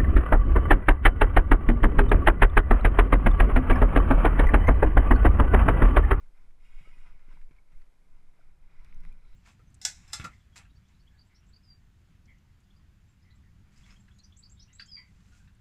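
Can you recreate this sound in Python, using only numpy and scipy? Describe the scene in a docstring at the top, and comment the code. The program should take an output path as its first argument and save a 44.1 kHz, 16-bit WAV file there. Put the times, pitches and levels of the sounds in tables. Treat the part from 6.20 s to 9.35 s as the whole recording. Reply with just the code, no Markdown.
"""Choppy open water, heard inside a camera's closed waterproof case as small waves lap at a paddleboard.
Slaps are soft pulses with a damped board tone; wash is dense bubble rings over coloured noise.
Splashes are short noise bursts, spray is noise in wavering resonances, plops are damped rising tones.
Drops tick as filtered clicks with tiny rings. Low noise bands buffet the case, strongest in a turn
near the end; a steady sea hush lies behind, with a treble fizz in the turn."""
import sys
import numpy as np
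from scipy import signal
from scipy.fft import rfft, irfft, next_fast_len
from scipy.io import wavfile
from scipy.ndimage import uniform_filter1d, map_coordinates

SR = 44100
rng = np.random.default_rng(int(sys.argv[2]) if len(sys.argv) > 2 else 0)


def wav_out(sig):
    """Save sig, one row per channel (or a flat mono array), as 16-bit PCM at SR to the path in sys.argv[1]."""
    wavfile.write(sys.argv[1], SR, np.round(np.clip(np.atleast_2d(sig).T, -1, 1) * 32767).astype(np.int16))


N = 138915


def undb(db):
    """Decibels to amplitude gain."""
    return 10 ** (np.asarray(db) / 20)


def unit(x):
    """Scale to rms 1."""
    return x / np.sqrt(np.mean(x ** 2))


def even(x, seconds):
    """Hold the rms near 1 over stretches of this length."""
    power = uniform_filter1d(x ** 2, size=max(int(seconds * SR), 1))
    return x / np.sqrt(power + 1e-9)


def curve(rows, axis=1):
    """Gain over time, linear in dB between the points of one column."""
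    rows = np.array(rows)
    return undb(np.interp(np.arange(N) / SR, rows[:, 0], rows[:, axis]))


def colour(x, points):
    """Minimum-phase filter through (f/Hz, gain/dB) points, by folding the cepstrum."""
    hz, db = np.array(points).T
    size = next_fast_len(2 * N)
    f = np.arange(size // 2 + 1) * SR / size
    gain = undb(np.interp(np.log(f + 1e-9), np.log(hz), db))
    cepstrum = irfft(np.log(gain), size)
    cepstrum[1:size // 2] *= 2
    cepstrum[size // 2 + 1:] = 0
    response = np.exp(rfft(cepstrum))
    return irfft(rfft(x, size) * response, size)[:N]


def noise(points):
    """Coloured noise of rms 1."""
    return unit(colour(rng.standard_normal(N), points))


def walk(steps_per_s):
    """Random steps smoothed twice over one step length, rms 1."""
    k = int(SR / steps_per_s)
    steps = np.repeat(rng.standard_normal(N // k + 1), k)
    smooth = uniform_filter1d(uniform_filter1d(steps, k), k)
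    return unit(smooth[:N])


def add(out, start_s, sound):
    """Mix a sound in at its start time."""
    i = max(int(start_s * SR), 0)
    out[i:i + len(sound)] += sound[:max(N - i, 0)]


def bubble(hz, t60_s):
    """Damped ring of a bubble, rising a little in pitch."""
    rise, attack = 0.04, 0.022  # pitch rise per t60 as a share of hz; attack as a share of t60
    t = np.arange(int(t60_s * SR) + 2) / SR
    tone = np.sin(2 * np.pi * hz * t * (1 + rise * t / t60_s / 2))
    decay = np.exp(-np.log(1000) * t / t60_s)
    onset = 1 - np.exp(-t / (attack * t60_s))
    return tone * decay * onset


def slaps():
    """Each wavelet gives a soft push, and the hollow board rings on."""
    # wavelets on the board: centre t/s, push level/dB, push 1/e time/ms, ring re push/dB
    slap_rows = [(0.608, -58.5, 3.8, 6), (0.6751, -52, 0.92, -9.5), (0.772, -55.5, 1.44, -6.5),
                 (0.864, -59, 1.3, -1.5), (1.085, -52.5, 1.24, -5.5), (1.141, -56, 1.64, -8),
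                 (1.164, -60.5, 1.16, 4.5), (1.3116, -51.5, 1.32, -4.5), (1.53, -58.5, 3.5, -4),
                 (2.842, -56.5, 0.99, -11)]
    board_hz, board_t60_s = 158.6, 0.07
    out = np.zeros(N)
    for centre_s, db, push_ms, ring_db in slap_rows:
        t = np.arange(N) / SR - centre_s
        u = t / (push_ms / 1000)
        push = (1 - 2 * u ** 2) * np.exp(-u ** 2)
        after = np.maximum(t, 0)
        decay = np.exp(-np.log(1000) * after / board_t60_s)
        ring = np.sin(2 * np.pi * board_hz * after) * decay
        out -= undb(db) * (push + undb(ring_db) * ring)
    return out


def wash():
    """Water runs along the board: dense small bubbles over rushing noise, coloured by the case."""
    # wash along the board: t/s, level before the mix gains/dB
    wash_rows = [(0, -71), (.1, -80), (.18, -72), (.36, -82), (.46, -72.5), (.66, -68.5), (.8, -71),
                 (.88, -66), (.95, -72.5), (1.07, -71.5), (1.13, -66.5), (1.26, -79.5), (1.34, -73),
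                 (1.45, -81.5), (1.52, -74.5), (1.66, -78), (1.78, -83), (1.97, -75), (2.1, -79.5),
                 (2.2, -73), (2.37, -81), (2.53, -70), (2.68, -69), (2.78, -72), (2.88, -68.5),
                 (2.97, -75.5), (3.15, -73)]
    # spectrum of wash heard in the case: f/Hz, gain/dB
    wash_colour = [(200, -12.5), (500, -7), (850, -4.5), (1010, 2.5), (1130, -4.5), (1290, 0.5), (1400, 1),
                   (1550, 0), (1820, -8), (2050, 3), (2220, 2), (2340, -0.5), (2470, -0.5), (2650, -8),
                   (3300, -15.5), (3800, -12.5), (4400, -23), (5200, -12.5), (6300, -28.5), (12000, -34.5)]
    grains_per_s, grain_spread_db, grain_t60_cycles = 1300, 2.5, 40
    grain_mix_db, rush_mix_db = -4, -4
    rush = noise(wash_colour)
    grains = np.zeros(N)
    for when, pitch, size in rng.random((int(grains_per_s * N / SR), 3)):
        hz = 450 * 14 ** pitch  # 450 to 6300 Hz
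        strength = undb(grain_spread_db * min(-np.log(1 - size), 4))  # few strong, many weak
        add(grains, when * N / SR, strength * hz * bubble(hz, grain_t60_cycles / hz))
    bubbles = unit(colour(grains, wash_colour))
    return curve(wash_rows) * (undb(grain_mix_db) * bubbles + undb(rush_mix_db) * rush)


def splashes():
    """Short gritty noise bursts where a ripple breaks on the edge of the board."""
    # broken ripples: t/s, envelope level/dB, decay time constant/s
    splash_rows = [(0.306, -67.5, 0.0058), (0.585, -65.5, .015), (0.686, -67, .018), (0.778, -66, 0.029),
                   (0.861, -65.5, 0.03), (0.992, -66, 0.0088), (1.122, -68, 0.012), (1.212, -63.5, 0.0092),
                   (1.309, -67, 0.0097), (1.363, -69, 0.011), (1.519, -68.5, 0.01), (1.613, -68, 0.011),
                   (2.51, -69.5, 0.012), (2.598, -69.5, 0.02), (2.645, -66.5, 0.017), (2.693, -72, .012),
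                   (2.833, -62.5, 0.011), (2.886, -70, 0.013)]
    # splash spectrum: f/Hz, gain/dB
    splash_colour = [(300, -19), (900, -1.5), (1450, 3.5), (1800, 1.5), (2300, 5.5), (3000, -7),
                     (4400, -14.5), (5500, -13), (7000, -17.5), (12000, -27.5)]
    rise_s = 0.00099
    burst = np.zeros(N)
    for start_s, db, decay_s in splash_rows:
        t = np.maximum(np.arange(N) / SR - start_s, 0)
        burst += undb(db) * (1 - np.exp(-t / rise_s)) * np.exp(-t / decay_s)
    return burst * noise(splash_colour)


def spray():
    """Hiss swells and fades in narrow resonances, each wavering in pitch and strength."""
    # bursts of spray: start t/s, rise/s, hold/s, fall/s, level/dB
    spray_rows = [(0.373, 0.075, 0.36, 0.2, -72), (0.522, 0.049, 0.053, .08, -82),
                  (1.052, 0.041, 0.06, 0.051, -76.5), (3.016, 0.12, 0.044, .05, -81.5)]
    # spray resonances: f/Hz, approximate noise bandwidth/Hz, peak gain/dB
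    spray_rings = [(1975, 90, -2), (2200, 150, 0.5), (2490, 82, 1.5), (2830, 153, -1.5), (3240, 150, -7.5),
                   (3765, 99, -8), (5160, 1060, -17.5), (7100, 240, -14), (7960, 200, -17),
                   (9000, 400, -15), (10400, 290, -21.5), (11700, 400, -23)]
    flicker_db, drift = 1.8, 0.008  # rms; drift as a share of the pitch
    t = np.arange(N) / SR
    f = np.arange(N // 2 + 1) * SR / N
    hiss = np.zeros(N)
    for hz, width_hz, db in spray_rings:
        resonance = undb(db) / (1 + ((f - hz) / width_hz * 1.56) ** 2)
        ring = irfft(rfft(rng.standard_normal(N)) * resonance, N)
        place = np.cumsum(1 + drift * walk(14))  # uneven read speed bends the pitch
        wavering = map_coordinates(ring, [place], mode="mirror")
        hiss += wavering * undb(flicker_db * walk(28))
    swell = np.zeros(N)
    for start_s, rise_s, hold_s, fall_s, db in spray_rows:
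        corners_s = start_s + np.cumsum([0, rise_s, hold_s, fall_s])
        swell += undb(db) * np.interp(t, corners_s, [0, 1, 1, 0])
    return even(hiss, 0.1) * swell


def plops():
    """Single bubbles ring out from the wash."""
    # bubbles: t/s, starting f/Hz, level before attack and decay/dB, t60/s
    plop_rows = [(0.060, 1590, -63, 0.017), (0.584, 2180, -59, 0.089), (0.6, 3240, -71, .14),
                 (0.648, 2225, -58.5, 0.16), (0.65, 1283, -62.5, 0.18), (0.728, 963, -67, 0.12),
                 (0.736, 2463, -58, 0.078), (0.993, 1390, -58, 0.0095), (1.172, 950, -53, 0.016),
                 (1.3105, 2160, -58.5, 0.017), (1.385, 2223, -56, 0.032), (2.192, 680, -57, 0.032),
                 (2.212, 1360, -58, 0.016), (2.726, 2200, -47, 0.009), (2.8512, 2040, -45.5, 0.007),
                 (2.8515, 1070, -48.5, 0.0072), (2.917, 2400, -61, 0.067)]
    out = np.zeros(N)
    for start_s, hz, db, t60_s in plop_rows:
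        add(out, start_s, undb(db) * bubble(hz, t60_s))
    return out


def ticks():
    """Each drop is a sharp click on the case, a trace of spatter and a tiny ring of its own."""
    # drops on the case: t/s, drive level/dB, ring f/Hz, ring re drive/dB
    tick_rows = [(1.619, -64.5, 4460, -1), (2.6472, -50.5, 5670, -20), (2.7268, -65, 2900, -8),
                 (2.7456, -53.5, 6280, -9), (2.8058, -53.5, 5550, -11), (2.8506, -54.5, 5200, -9),
                 (2.8623, -62, 3950, -4), (2.9268, -54.5, 3570, -10)]
    # click spectrum: f/Hz, gain/dB
    tick_colour = [(1000, -24), (3000, 0), (5500, 1.5), (8000, -6), (10500, 2), (12500, -4)]
    spatter_decay_s, spatter_db, ring_t60_s = 0.0014, -11, 0.01
    clicks, rings = np.zeros(N), np.zeros(N)
    t = np.arange(SR // 100) / SR
    for start_s, db, hz, ring_db in tick_rows:
        impulse = 2 * (t == 0)
        spatter = undb(spatter_db) * rng.standard_normal(len(t)) * np.exp(-t / spatter_decay_s)
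        add(clicks, start_s, undb(db) * (impulse + spatter))
        add(rings, start_s, undb(db + ring_db) * bubble(hz, ring_t60_s))
    return colour(clicks, tick_colour) + rings


def buffet():
    """Air and movement press on the case: slow swings, a rolling rumble and a low boom."""
    # buffeting: t/s, slow swing level/dB, rumble level/dB, boom level/dB
    buffet_rows = [(0, -36.5, -57, -64), (.06, -47.5, -69, -78), (.25, -44, -61.5, -77),
                   (.39, -49, -61, -77.5), (.46, -46, -68, -75.5), (.55, -39, -59, -72.5),
                   (.67, -40, -58, -68.5), (.75, -41.5, -73, -73.5), (.93, -40, -53, -68),
                   (1.03, -47, -61.5, -76.5), (1.13, -37, -60, -69.5), (1.23, -39.5, -58.5, -76),
                   (1.37, -51, -57.5, -79), (1.44, -58, -66.5, -78), (1.58, -36, -63, -75),
                   (1.72, -58.5, -64.5, -80), (1.95, -46, -61.5, -69.5), (2.15, -49.5, -68, -74),
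                   (2.36, -48.5, -59.5, -72), (2.47, -49, -63.5, -71), (2.65, -42.5, -49.5, -67.5),
                   (2.72, -41, -52, -67), (2.79, -36.5, -50.5, -62.5), (2.89, -31.5, -52.5, -59),
                   (3.0, -50.5, -61.5, -70), (3.06, -45, -51, -67), (3.15, -44.5, -63, -72)]
    # slow swing spectrum: f/Hz, gain/dB
    swing_colour = [(3, -29), (10, 0.5), (17, -4), (24, -19), (40, -35.5), (120, -84.5)]
    # rumble spectrum: f/Hz, gain/dB
    rumble_colour = [(15, -12), (26, 3), (38, -0.5), (52, -12), (70, -18.5), (120, -33.5), (400, -72)]
    # boom spectrum: f/Hz, gain/dB
    boom_colour = [(30, -5), (70, 0.5), (100, -1.5), (125, -1.5), (165, 2.5), (205, -9), (300, -16),
                   (500, -24.5), (1200, -46.5), (5000, -82)]
    swing = even(noise(swing_colour), 0.23) * curve(buffet_rows, axis=1)
    rumble = even(noise(rumble_colour), 0.08) * curve(buffet_rows, axis=2)
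    boom = even(noise(boom_colour), 0.08) * curve(buffet_rows, axis=3)
    return swing + rumble + boom


def sea():
    """Open water as a steady, slightly flickering noise hush, with a fine treble fizz in the turn."""
    # hush spectrum: f/Hz, gain/dB
    sea_colour = [(100, 6), (300, 3), (700, -0.5), (1400, -6.5), (1800, -7), (2300, -15.5), (3000, -12.5),
                  (4300, -14), (5200, -15.5), (6500, -15), (12500, -18.5)]
    # treble fizz in the turn: t/s, level/dB
    fizz_rows = [(2.35, -100), (2.55, -95), (2.7, -84), (2.78, -93), (2.88, -80), (2.96, -96), (3.04, -84),
                 (3.13, -80.5)]
    # fizz spectrum: f/Hz, gain/dB
    fizz_colour = [(2000, -15.5), (2600, -2.5), (3000, 5.5), (3500, 4), (3950, 15), (4500, -2.5),
                   (5300, 7.5), (6300, -7.5), (8200, -7), (9100, -4), (10000, -23), (12500, -33)]
    level_db, flicker_db = -75, -0.6  # flicker sign only flips the random walk
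    hush = noise(sea_colour) * undb(level_db + flicker_db * walk(4.4))
    fizz = noise(fizz_colour) * curve(fizz_rows)
    return hush + fizz


def scene():
    """All sources summed at one microphone."""
    water = slaps() + wash() + splashes() + spray() + plops() + ticks()
    return (water + buffet() + sea())[None]


def record(dry):
    """The camera cuts the top with a steep elliptic low-pass."""
    top_hz, ripple_db, stop_db = 12750, 0.2, 60
    sos = signal.ellip(10, ripple_db, stop_db, top_hz, fs=SR, output="sos")
    return signal.sosfilt(sos, dry)


dry = scene()
out = record(dry)
wav_out(out)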